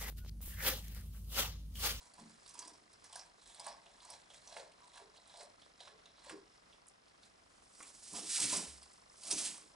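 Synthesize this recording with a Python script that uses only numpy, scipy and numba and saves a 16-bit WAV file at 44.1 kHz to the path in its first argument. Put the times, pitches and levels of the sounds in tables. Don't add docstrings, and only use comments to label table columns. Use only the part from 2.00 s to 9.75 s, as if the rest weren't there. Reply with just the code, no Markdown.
import sys
import numpy as np
from scipy import signal
from scipy.fft import rfft, irfft, next_fast_len
from scipy.io import wavfile
from numba import njit

SR = 44100
rng = np.random.default_rng(int(sys.argv[2]) if len(sys.argv) > 2 else 0)


def volts(x):
    e = np.asarray(x, float) / 20
    return 10 ** e


def to_wav(sig):
    pcm = np.clip(np.atleast_2d(sig), -1, 1) * 32767
    pcm = np.round(pcm).astype(np.int16)
    wavfile.write(sys.argv[1], SR, pcm.T)


N = 341863
T = np.arange(N) / SR
STEPS = T[::64]
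HZ = np.maximum(np.arange(N // 2 + 1) * SR / N, 1)


def unit(x):
    return x / np.sqrt(np.mean(x ** 2))


def over_hz(table):
    hz, value = np.transpose(table)
    return np.interp(np.log(HZ), np.log(np.maximum(hz, 1)), value)


def coloured(x, table):
    return unit(irfft(rfft(x) * volts(over_hz(table)), N))


@njit
def svf(x, hz, width):
    y, band, low = np.empty(len(x)), 0., 0.
    for i in range(len(x)):
        g = np.tan(np.pi * hz[i] / SR)
        damping = width / hz[i]
        v = (band + g * (x[i] - low)) / (1 + g * (g + damping))
        band = 2 * v - band
        low += 2 * g * v
        y[i] = damping * v
    return y


@njit
def rings(s, hz, cycles, size):
    y = np.zeros(N)
    for k in range(len(s)):
        turn = np.exp((2j * np.pi - 1 / cycles) * hz[k] / SR)
        i = int(s[k] * SR)
        z = size[k] * turn ** (i + 1 - s[k] * SR)
        soft, fade = 1., np.exp(-2 * hz[k] / SR)
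        for j in range(max(i + 1, 0), min(N, i + 2 + int(6 * cycles * SR / hz[k]))):
            y[j] += z.imag * (1 - soft)
            z *= turn
            soft *= fade
    return y


def crackle(per_s, lo_hz, hi_hz, cycles, scatter_db, smooth):
    count = int(per_s) * 8
    s, pitch = rng.random((2, count))
    hz = lo_hz + pitch * (hi_hz - lo_hz)
    size = volts(scatter_db * np.minimum(rng.exponential(size=count), 4.5)) * np.sqrt(hz)
    grains = rings(s * N / SR, hz, cycles, size)
    smear = svf(rng.standard_normal(N), np.full(N, (lo_hz + hi_hz) / 2), 1. * (hi_hz - lo_hz))
    return unit(unit(grains) + smooth * unit(smear))


def flutter(per_s, spread_db):
    knots = rng.standard_normal(1000)
    return volts(spread_db * np.interp(T * per_s, np.arange(1000), knots))


def modes(x, table):
    total = 0
    for k, (hz, width_hz, db) in enumerate(table):
        total = total + (-1) ** k * volts(db) * svf(x, np.full(N, 1. 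* hz), 1. * width_hz)
    return unit(total)


def strokes(s, db, swell_s, die_s):
    late = STEPS - s[:, None]
    fall = np.maximum(late / np.abs(die_s)[:, None], -late / np.abs(swell_s)[:, None])
    return volts(db[:, None] - 20 * fall) + 1e-12


def together(gains, hz=None):
    power = np.sum(gains ** 2, axis=0)
    value = np.sqrt(power) if hz is None else np.sum(gains ** 2 * hz, axis=0) / power
    return np.interp(T, STEPS, value)


def latest(s, hz):
    return hz[np.maximum(np.searchsorted(s, T) - 1, 0)]


def burst(s, hz, db, spread, cycles, ms):
    step, detune, size = np.moveaxis(rng.random((len(s), 3, 8)), 1, 0)
    later = np.arange(8) > 0
    start = s[:, None] + ms / 1000 * step * later
    pitch = np.clip(hz[:, None] * np.exp(spread * (detune - .5) * later), 40, 10800)
    sizes = volts(db[:, None] - (5.3 * step + 18.2 * size) * later)
    return rings(start.ravel(), pitch.ravel(), cycles, sizes.ravel())


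def crumble(s, db, ms):
    kicks = np.zeros(N)
    kicks[(s * SR).astype(int)] = volts(db)
    return signal.lfilter([1], [1, -np.exp(-1000 / ms / SR)], kicks)


# time of the peak in s, grinding in dB, mouth ring in dB, mouth resonance in Hz, die
# time in s.
BITES = [(0.2, -63.5, -57, 790, 0.062), (0.622, -59.5, -63.5, 900, 0.21), (1.17, -57.5, -60.5, 874, 0.13),
         (1.684, -50.5, -52, 840, 0.08), (2.128, -55.5, -56, 735, 0.084), (2.585, -57, -56, 630, 0.13),
         (2.985, -58.5, -56, 810, 0.094), (3.411, -57, -53.5, 676, 0.073), (3.87, -58.5, -62.5, 740, 0.084),
         (4.305, -55, -56, 910, 0.1)]
# time of the peak in s, grinding in dB, mouth ring in dB, resonance in
# Hz, die in s.
SLIDES = [(0.0, -66, -68, 900, 0.41), (0.3, -66.5, -78, 700, 0.17), (0.93, -72, -82, 800, 0.26),
          (1.046, -59.5, -65, 980, .04), (1.5, -62.5, -71, 820, 0.29), (1.6, -61, -55, 780, 0.09),
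          (1.87, -68.5, -66, 730, 0.25), (2.03, -65, -64.5, 900, 0.24), (2.34, -61.5, -66.5, 640, 0.13),
          (2.502, -56, -55, 790, 0.13), (2.83, -73, -70, 970, 0.42), (3.17, -69, -66.5, 735, 0.17),
          (3.33, -64.5, -66.5, 760, 0.34), (3.63, -69.5, -75, 621, 0.14), (3.815, -59.5, -61.5, 690, .05),
          (4.06, -65, -67.5, 626, 0.13), (4.19, -68.5, -70, 830, 0.19), (4.54, -72, -78, 550, 0.2),
          (4.74, -73, -84, 647, .12), (5.085, -73.5, -84, 670, 0.088), (5.24, -67.5, -80, 670, 0.088)]
BITE_BUILD, SLIDE_BUILD = 1.3, 0.61
MOUTH_SAG_PER_S = 1.5


def chewing():
    s, grind_db, mouth_db, hz, die_s = np.transpose(BITES + SLIDES)
    swell_s = die_s * np.where(np.arange(len(s)) < len(BITES), BITE_BUILD, SLIDE_BUILD)
    grind = strokes(s, grind_db, swell_s, die_s)
    mouth = strokes(s, mouth_db, 0.68 * swell_s, 0.91 * die_s)
    closing_hz = hz[:, None] * np.exp(-MOUTH_SAG_PER_S * np.clip(STEPS - s[:, None], -.15, .15))
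    return together(grind), together(mouth), together(mouth, closing_hz)


# centre in Hz, width in Hz, level in dB.
SHELL = [(420, 24, -0.5), (591, 48, 5.5), (697, 88, -7.5), (902, 54, 3.5), (990, 130, -1), (1118, 96, 4.5)]


def mouth_ring(x, hz):
    mouth = svf(svf(svf(x, hz, 660.0), hz, 620.0), hz, 520.0)
    return unit(modes(mouth, SHELL) + 0.5 * unit(mouth))


# centre in Hz, width in Hz, level in dB.
BONE = [(1600, 99, 1.5), (2290, 920, -5.5), (3370, 170, -1), (3990, 510, -5.5), (4970, 290, -2.5),
        (5600, 330, 0)]
# time in s, crisp top in dB re grinding, gap between the teeth in Hz.
MOUTHFUL = [(0.1, 2.5, 4500), (0.6, 1, 4750), (1.15, -1.5, 4900), (1.47, 1.5, 3640), (1.62, -1.5, 3420),
            (1.72, -7, 5300), (1.9, -0.5, 3480), (2.1, -1.5, 4650), (2.32, 2, 3220), (2.41, 0.5, 4300),
            (2.65, -4, 4250), (2.98, -1, 3850), (3.2, -2, 4120), (3.31, -2, 3620), (3.4, -0.5, 4400),
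            (3.85, -5.5, 3800), (4.1, -14, 3870), (4.3, -4, 4400), (4.55, -4.5, 5200), (5.2, -0.5, 4700)]


def jaw():
    grind_gain, mouth_gain, mouth_hz = chewing()
    s, crisp_db, gap_hz = np.transpose(MOUTHFUL)
    press = flutter(per_s=95, spread_db=2.5)
    fractures = crackle(900, 1170, 5400, cycles=0.69, scatter_db=3.0, smooth=1.0)
    through_gap = svf(fractures, np.interp(T, s, gap_hz), 650.0)
    grind = modes(fractures + 2.1 * through_gap, BONE)
    crisp = crackle(900, 6400, 9250, cycles=1.4, scatter_db=3.5, smooth=0.75)
    crisp = volts(np.interp(T, s, crisp_db)) * crisp
    low = crackle(600, 340, 1323, cycles=0.96, scatter_db=2.0, smooth=1.0)
    mouth = volts(-3.5) * mouth_gain * mouth_ring(low, mouth_hz)
    return press * (volts(-2.5) * grind_gain * (grind + crisp) + mouth)


# time in ms, ring in Hz, decay in cycles, peak in dB, likeness of the ports.
MOTOR = [(18.0, 5310, 11, -64.5, 0.38), (17.8, 4430, 3.1, -62, 0.35), (22.11, 1070, 1.16, -58, -0.39),
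         (23.43, 640, 0.42, -56.5, -0.47), (35.3, 4400, 2.4, -82, .5), (37.9, 5300, 11.6, -67, 0.26),
         (38, 4150, 5, -69.5, 0.46), (39, 2036, 6.2, -70.5, 0.079)]
# time in s, level in dB.
MOTOR_LOAD = [(0, 3.5), (4, 2.2), (5.7, -1), (6.8, 7), (7.75, 7)]
TURN_S = .04


def motor():
    turns = np.arange(0, N / SR, TURN_S)
    out = 0
    for ms, hz, cycles, db, alike in MOTOR:
        size, detune, late = rng.standard_normal((3, len(turns)))
        strength = volts(db + 2.7 * size)
        start = turns + (ms + .25 * late) / 1000
        tick = rings(start, hz * (1 + .007 * detune), 1. * cycles, strength)
        quarter = np.imag(signal.hilbert(tick, next_fast_len(N))[:N])
        out = out + tick + np.sqrt((1 - alike) / (1 + alike)) * quarter * np.array([[1], [-1]])
    return out * volts(np.interp(T, *np.transpose(MOTOR_LOAD)))


# frequency in Hz, level in dB.
HISS = [(18, -36), (27, -19), (40, -5), (54, -9.5), (139, -12.5), (182, -10), (346, -11.5), (782, -8),
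        (864, -12.5), (1250, -10.5), (2150, -16.5), (5240, -21.5), (11000, -29), (14300, -73),
        (22000, -120)]
# frequency in Hz, likeness from -1 to 1.
HISS_ALIKE = [(60, 0.96), (130, 0.75), (270, 0.33), (560, -0.43), (1190, -0.29), (2520, -0.098),
              (5310, 0.49), (11200, 0.76)]
HISS_DB = -71.5


def camera():
    alike = np.clip(over_hz(HISS_ALIKE), -.98, .98)
    whirr_band = np.exp(-(np.log(HZ / 1300) / 1.05) ** 2)
    load = volts(-2.5 * np.sin(2 * np.pi * (T / TURN_S - .05)))
    noise = rng.standard_normal((2, N)) * flutter(per_s=23, spread_db=0.96)
    spectra = rfft(noise) * (1 - whirr_band) + rfft(noise * load) * whirr_band
    mid, side = spectra * volts(over_hz(HISS))
    mid, side = mid * np.sqrt(1 + alike), side * np.sqrt(1 - alike)
    scale = volts(HISS_DB + 1.54) / np.sqrt(np.mean(irfft(mid, N) ** 2))
    return irfft(np.array([mid + side, mid - side]), N) * scale + motor()


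# start in s, ring in dB, ring in Hz, crisp top in dB re ring.
CRACKS = [(0.137, -57, 4800, -1.5), (0.418, -67, 4880, -11), (0.4617, -52.5, 4600, -5),
          (0.4776, -52, 5430, -6), (0.4917, -52.5, 6100, -1), (0.5405, -54, 5130, 1.5),
          (0.5455, -59, 5400, -8), (0.5746, -70, 2600, 6), (0.591, -38.5, 5900, -4),
          (0.6217, -52, 4800, -3), (0.6762, -50.5, 5600, 1.5), (0.7352, -57, 5620, -6),
          (0.9303, -66, 4030, 5), (1.042, -51, 5940, -4), (1.1272, -49, 5300, -4.5), (1.1301, -57, 3100, 0),
          (1.1563, -44, 5500, 1), (1.166, -74, 5960, 14), (1.193, -46, 5400, -9.5), (1.4155, -62, 4270, -8),
          (1.4724, -66, 6000, 7), (1.4914, -61, 3450, -7), (1.5463, -54, 4200, 0),
          (1.5969, -43.5, 5120, -2.5), (1.6432, -51, 5400, -1), (2.0493, -57, 6010, 3),
          (2.1017, -46, 5300, -1.5), (2.4164, -59, 4260, -5), (2.4743, -48, 5960, -14),
          (2.7172, -61.5, 2680, -2), (2.875, -64, 3960, 0), (2.956, -62, 3370, 0), (3.275, -64.5, 4050, 6),
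          (3.3713, -55, 4520, -1.5), (3.429, -57.5, 5500, 3)]
# start in s, ring in dB, crisp top in dB re ring, mouth knock in dB re ring.
TEETH = [(1.6656, -47.5, 6, 10), (2.5667, -44, -11, 1), (2.8042, -65, -2, 11), (2.9757, -51, -9, -6),
         (3.4111, -60, -2, -6), (3.875, -54, -16, -2.5), (4.2462, -56, 0.5, -0.5), (4.2957, -46, -5, -4)]
# start in s, ring in dB, ring in Hz, mouth knock in dB re ring.
SMACKS = [(1.8614, -57, 3000, 1), (2.0034, -52.5, 3840, -19), (2.3027, -53, 3240, -3),
          (3.1607, -61, 3210, -10), (3.1727, -57, 4070, -5), (3.2962, -55, 3740, -11),
          (3.3403, -56, 3700, 4), (3.6182, -54, 3450, -18), (3.7928, -63, 4450, -8),
          (3.8046, -47.5, 3840, -7), (3.83, -57, 3730, -10), (4.0572, -51.5, 3700, -20),
          (4.1729, -59, 3710, -15), (4.7268, -56, 3300, -17), (5.08, -61, 4400, -16),
          (5.233, -56.5, 4100, -16)]
# start in s, ring in dB, ring in Hz, crisp top in dB re ring.
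TWIGS = [(4.868, -79, 1840, 19), (4.8814, -79, 1630, 24.5), (5.75, -59, 4830, 2), (5.7826, -63, 6000, 1),
         (5.8045, -50, 1140, -17), (5.8268, -53.5, 2450, 5.5), (5.875, -53, 5260, -1),
         (6.1315, -51, 5450, 7), (6.4008, -32.5, 5670, 4.5), (6.457, -50, 4630, 16), (6.425, -46, 5540, 1),
         (6.5268, -52, 4800, 5), (6.551, -47, 6000, 7), (6.566, -43, 6000, 8), (6.829, -51.5, 4800, -3),
         (6.9323, -66.5, 6000, 5.5), (7.178, -62, 6080, 1), (7.2343, -48, 4700, -4), (7.27, -52, 6000, 4),
         (7.2787, -46, 5100, 3.5), (7.307, -37.5, 5000, 0), (7.3114, -30, 5530, -1.5),
         (7.3233, -33, 6200, 1), (7.462, -43.5, 3580, -2), (7.474, -48, 2830, -5), (7.5761, -53.5, 6000, 3)]
CRACK_KNOCK_DB, CRACK_FOLLOWS_JAW = 5, 0.95
TOOTH_HZ, SMACK_CRISP_DB, TWIG_KNOCK_DB = 1630, -17.5, -24


def breaks(mouth_gain):
    def pressed_db(s, db):
        jaw_db = 20 * np.log10(np.interp(s, T, mouth_gain))
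        return CRACK_KNOCK_DB + CRACK_FOLLOWS_JAW * (jaw_db - db + 8.0) - 4.5

    rows = [(s, db, hz, crisp, pressed_db(s, db)) for s, db, hz, crisp in CRACKS]
    rows += [(s, db, TOOTH_HZ, crisp, knock) for s, db, crisp, knock in TEETH]
    rows += [(s, db, hz, SMACK_CRISP_DB, knock) for s, db, hz, knock in SMACKS]
    rows += [(s, db, hz, crisp, TWIG_KNOCK_DB) for s, db, hz, crisp in TWIGS]
    return np.transpose(sorted(rows))


TILE_ECHO_S, TILE_ECHO_DB = .0037, 1.5
RING_SHADOW = .45


def snaps():
    _, mouth_gain, mouth_hz = chewing()
    s, ring_db, hz, crisp_db, knock_db = breaks(mouth_gain)
    knock_db = ring_db + knock_db
    ring = burst(s, hz, ring_db, spread=0.36, cycles=3.8, ms=2.026)
    crisp_hz = np.full(len(s), 8700.)
    crisp = burst(s, crisp_hz, ring_db + crisp_db + 10.0, spread=0.37, cycles=3.43, ms=1.8)
    knock = burst(s, np.interp(s, T, mouth_hz), knock_db + 2.0, spread=0.42, cycles=1.3, ms=4.96)
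    knock = svf(knock, mouth_hz, 740.0)
    crack = burst(s, np.sqrt(4500 * hz), ring_db + 4, spread=1.0, cycles=1.6, ms=1.5)
    sharp = crack + ring + crisp
    echo = volts(TILE_ECHO_DB) * np.roll(sharp - RING_SHADOW * ring, int(TILE_ECHO_S * SR))
    grit = crackle(1500, 455, 7700, cycles=0.93, scatter_db=3.0, smooth=0.73)
    last_hz = latest(s, hz)
    wet = unit(svf(svf(grit, last_hz, 1400.0), last_hz, 640.0)) * crumble(s, ring_db - 12.5, ms=24.4)
    mouth = mouth_ring(grit, mouth_hz) * crumble(s, knock_db - 8.5, ms=32.7)
    return sharp + echo + knock + wet + mouth


# start in s, peak in dB, ring in Hz.
KNOCKS = [(0.179, -63, 996), (0.195, -59, 975), (0.21, -57, 230), (0.24, -59, 220), (0.575, -55, 945),
          (0.604, -51, 920), (0.813, -72, 303), (1.042, -60, 912), (1.1, -58, 902), (1.128, -51, 900),
          (1.156, -47, 732), (1.158, -50, 1600), (1.979, -63, 1080), (2.081, -56, 900), (2.104, -58, 705),
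          (2.576, -55, 486), (2.629, -57, 584), (2.964, -54, 931), (3.804, -57, 767), (3.875, -54, 1120),
          (3.89, -59, 440), (4.266, -54.5, 543), (4.296, -53, 1060), (4.301, -63, 165), (4.306, -51.5, 432),
          (4.328, -51.5, 305), (4.34, -53.5, 443), (4.38, -61, 310), (4.42, -66, 310), (5.805, -58, 1166),
          (6.138, -49, 990), (5.83, -74, 111), (6.149, -57, 215), (6.18, -54, 438), (6.225, -55, 440),
          (6.38, -51, 1320), (6.43, -61, 100), (6.442, -50, 260), (6.48, -53, 300), (6.528, -41, 995),
          (6.545, -45, 800), (6.54, -48.5, 440), (6.6, -52, 442), (6.652, -55, 550), (6.67, -66, 69),
          (7.301, -54, 1270), (7.323, -57, 320), (7.339, -48.5, 710), (7.579, -60, 1140)]


def knocks():
    s, db, hz = np.transpose(KNOCKS)
    return burst(s, hz, db, spread=0.18, cycles=5.1, ms=9.05)


# centre in Hz, width in Hz, level in dB.
DRUM = [(74, 27, -7), (122, 39, 3.5), (175, 25.6, 4), (230, 27, -1.5), (301, 28, -1), (438.5, 50, 3.5)]
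# time of the peak in s, drumming in dB, pitch of the push in Hz,
# die time in s.
SHIFTS = [(0.228, -61.5, 201, 0.13), (0.59, -66.5, 345, 0.11), (0.69, -68, 290, 0.37),
          (2.61, -68, 445, 0.21), (3.02, -62.5, 440, 0.12), (3.924, -65, 433, 0.064),
          (4.33, -51.5, 350, 0.081), (5.828, -71, 284, 0.33), (6.159, -53, 230, 0.16),
          (6.21, -61, 400, 0.12), (6.438, -50.5, 263, 0.15), (6.576, -49, 262, 0.12),
          (7.332, -53, 275, 0.2), (7.438, -61, 272, 0.27), (7.638, -67.5, 301, .12)]
# start in s, peak in dB, pitch of the push in Hz.
THUMPS = [
    (0.19, -58, 112),
    (4.302, -60, 326),
    (6.128, -52, 300),
    (6.41, -46, 280),
    (6.527, -46, 380),
    (7.32, -50, 320),
]
SHIFT_BUILD = 0.45


def tub():
    pushes = crackle(150, 61, 590, cycles=0.39, scatter_db=2.5, smooth=0.6)
    s, db, hz, die_s = np.transpose(SHIFTS)
    weight = strokes(s, db - 3.0, SHIFT_BUILD * die_s, die_s)
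    push_hz = together(weight, hz[:, None])
    leaning = svf(svf(svf(pushes, push_hz, 264.0), push_hz, 264.0), push_hz, 223.0)
    slow = together(weight) * modes(leaning, DRUM)
    s, peak_db, hz = np.transpose(THUMPS)
    last_hz = latest(s, hz)
    floor = rings(s, hz / 5, 1.5, volts(peak_db - 14))
    shoves = modes(svf(svf(pushes, last_hz, 330.), last_hz, 330.), DRUM)
    return floor + slow + shoves * crumble(s, peak_db - 9.5, ms=57.0)


# frequency in Hz, level in dB.
NEEDLES = [(760, -33), (1300, -15), (2240, -11), (5430, -3.5), (6280, -6), (8380, -1), (9960, -3),
           (11300, -6.5), (14700, -38), (22000, -120)]
# time of the peak in s, needle hiss in dB, swell in s, die in s, branch scrape in
# dB re hiss.
PULLS = [(5.81, -56, 0.078, 0.16, -7.5), (5.88, -63.5, 0.16, 0.092, -9), (6.157, -44, 0.08, .15, -6.5),
         (6.349, -32.5, 0.11, 0.14, -35), (6.42, -36.5, 0.18, 0.12, -15), (6.534, -38.5, 0.049, 0.14, -5.5),
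         (6.57, -36, 0.55, 0.14, -21), (6.83, -61.5, 0.57, 0.33, -12), (7.28, -46.5, 0.15, 0.15, -11),
         (7.319, -39, 0.049, 0.071, -14), (7.39, -38, 0.09, 0.2, -17.5), (7.46, -39, 0.2, 0.098, -22),
         (7.57, -58, .12, 0.13, -4.5), (7.72, -81.5, 0.11, 0.23, 14)]
TWIG_SHARE_DB, TWIG_LAG_S, TWIG_SWELL, TWIG_DIE = -9.5, 0.0059, 0.77, 1
BARK_CATCH, BARK_DRAG = 0.54, 0.82


def branches():
    s, hiss_db, swell_s, die_s, scrape_db = np.transpose(PULLS)
    needles = coloured(crackle(5000, 3970, 10040, cycles=0.52, scatter_db=2.5, smooth=0.99), NEEDLES)
    twigs = coloured(crackle(2000, 1060, 3700, cycles=0.92, scatter_db=1.0, smooth=1.0), NEEDLES)
    scrape = crackle(500, 523, 1193, cycles=2.3, scatter_db=2.5, smooth=0.61)
    soft = strokes(s, hiss_db - 2.5, swell_s, die_s)
    stiff = strokes(s + TWIG_LAG_S, hiss_db + TWIG_SHARE_DB - 2.0, TWIG_SWELL * swell_s, TWIG_DIE * die_s)
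    bark = strokes(s, hiss_db + scrape_db - 2.5, BARK_CATCH * swell_s, BARK_DRAG * die_s)
    brushing = together(soft) * needles + together(stiff) * twigs
    return brushing * flutter(per_s=60, spread_db=2.0) + together(bark) * scrape


ROOM_T60_S, ROOM_TOP_T60_S, ROOM_DB = 0.4, 0.18, -7


def room(x):
    t = T[:SR]
    noise = rng.standard_normal((2, SR))
    low = signal.sosfilt(signal.butter(2, 2500, fs=SR, output="sos"), noise)
    tail = low * volts(-60 * t / ROOM_T60_S) + (noise - low) * volts(-60 * t / ROOM_TOP_T60_S)
    tail = tail * (t > .003)
    tail = tail[0] * np.sqrt(.4) + tail * np.sqrt(.6)
    tail = tail / np.sqrt(np.sum(tail ** 2) / 2)
    return signal.fftconvolve(x[None], tail, axes=1)[:, :N]


# frequency in Hz, left minus right in dB.
PORT_DB = [(100, -1), (600, -0.7), (1100, -3.5), (2000, -3), (6300, -3.5), (11000, -3)]
# frequency in Hz, left lead in rad.
PORT_RAD = [(60, 0.39), (600, -0.55), (1700, -0.75), (2300, -0.44), (5900, -0.6), (11000, -0.88)]


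def scene():
    near = jaw() + snaps() + knocks() + tub() + branches()
    tilt = volts(over_hz(PORT_DB) / 2) * np.exp(.5j * over_hz(PORT_RAD))
    heard = rfft(near + volts(ROOM_DB) * room(near)) * np.array([tilt, 1 / tilt])
    return irfft(heard, N) + camera()


def top_cut(x):
    return signal.sosfilt(signal.butter(12, 11820, fs=SR, output="sos"), x)


def record(dry):
    low_pass = signal.ellip(12, .2, 80, 11050, fs=SR, output="sos")
    return top_cut(signal.sosfilt(low_pass, dry))


dry = scene()
out = record(dry)
to_wav(out)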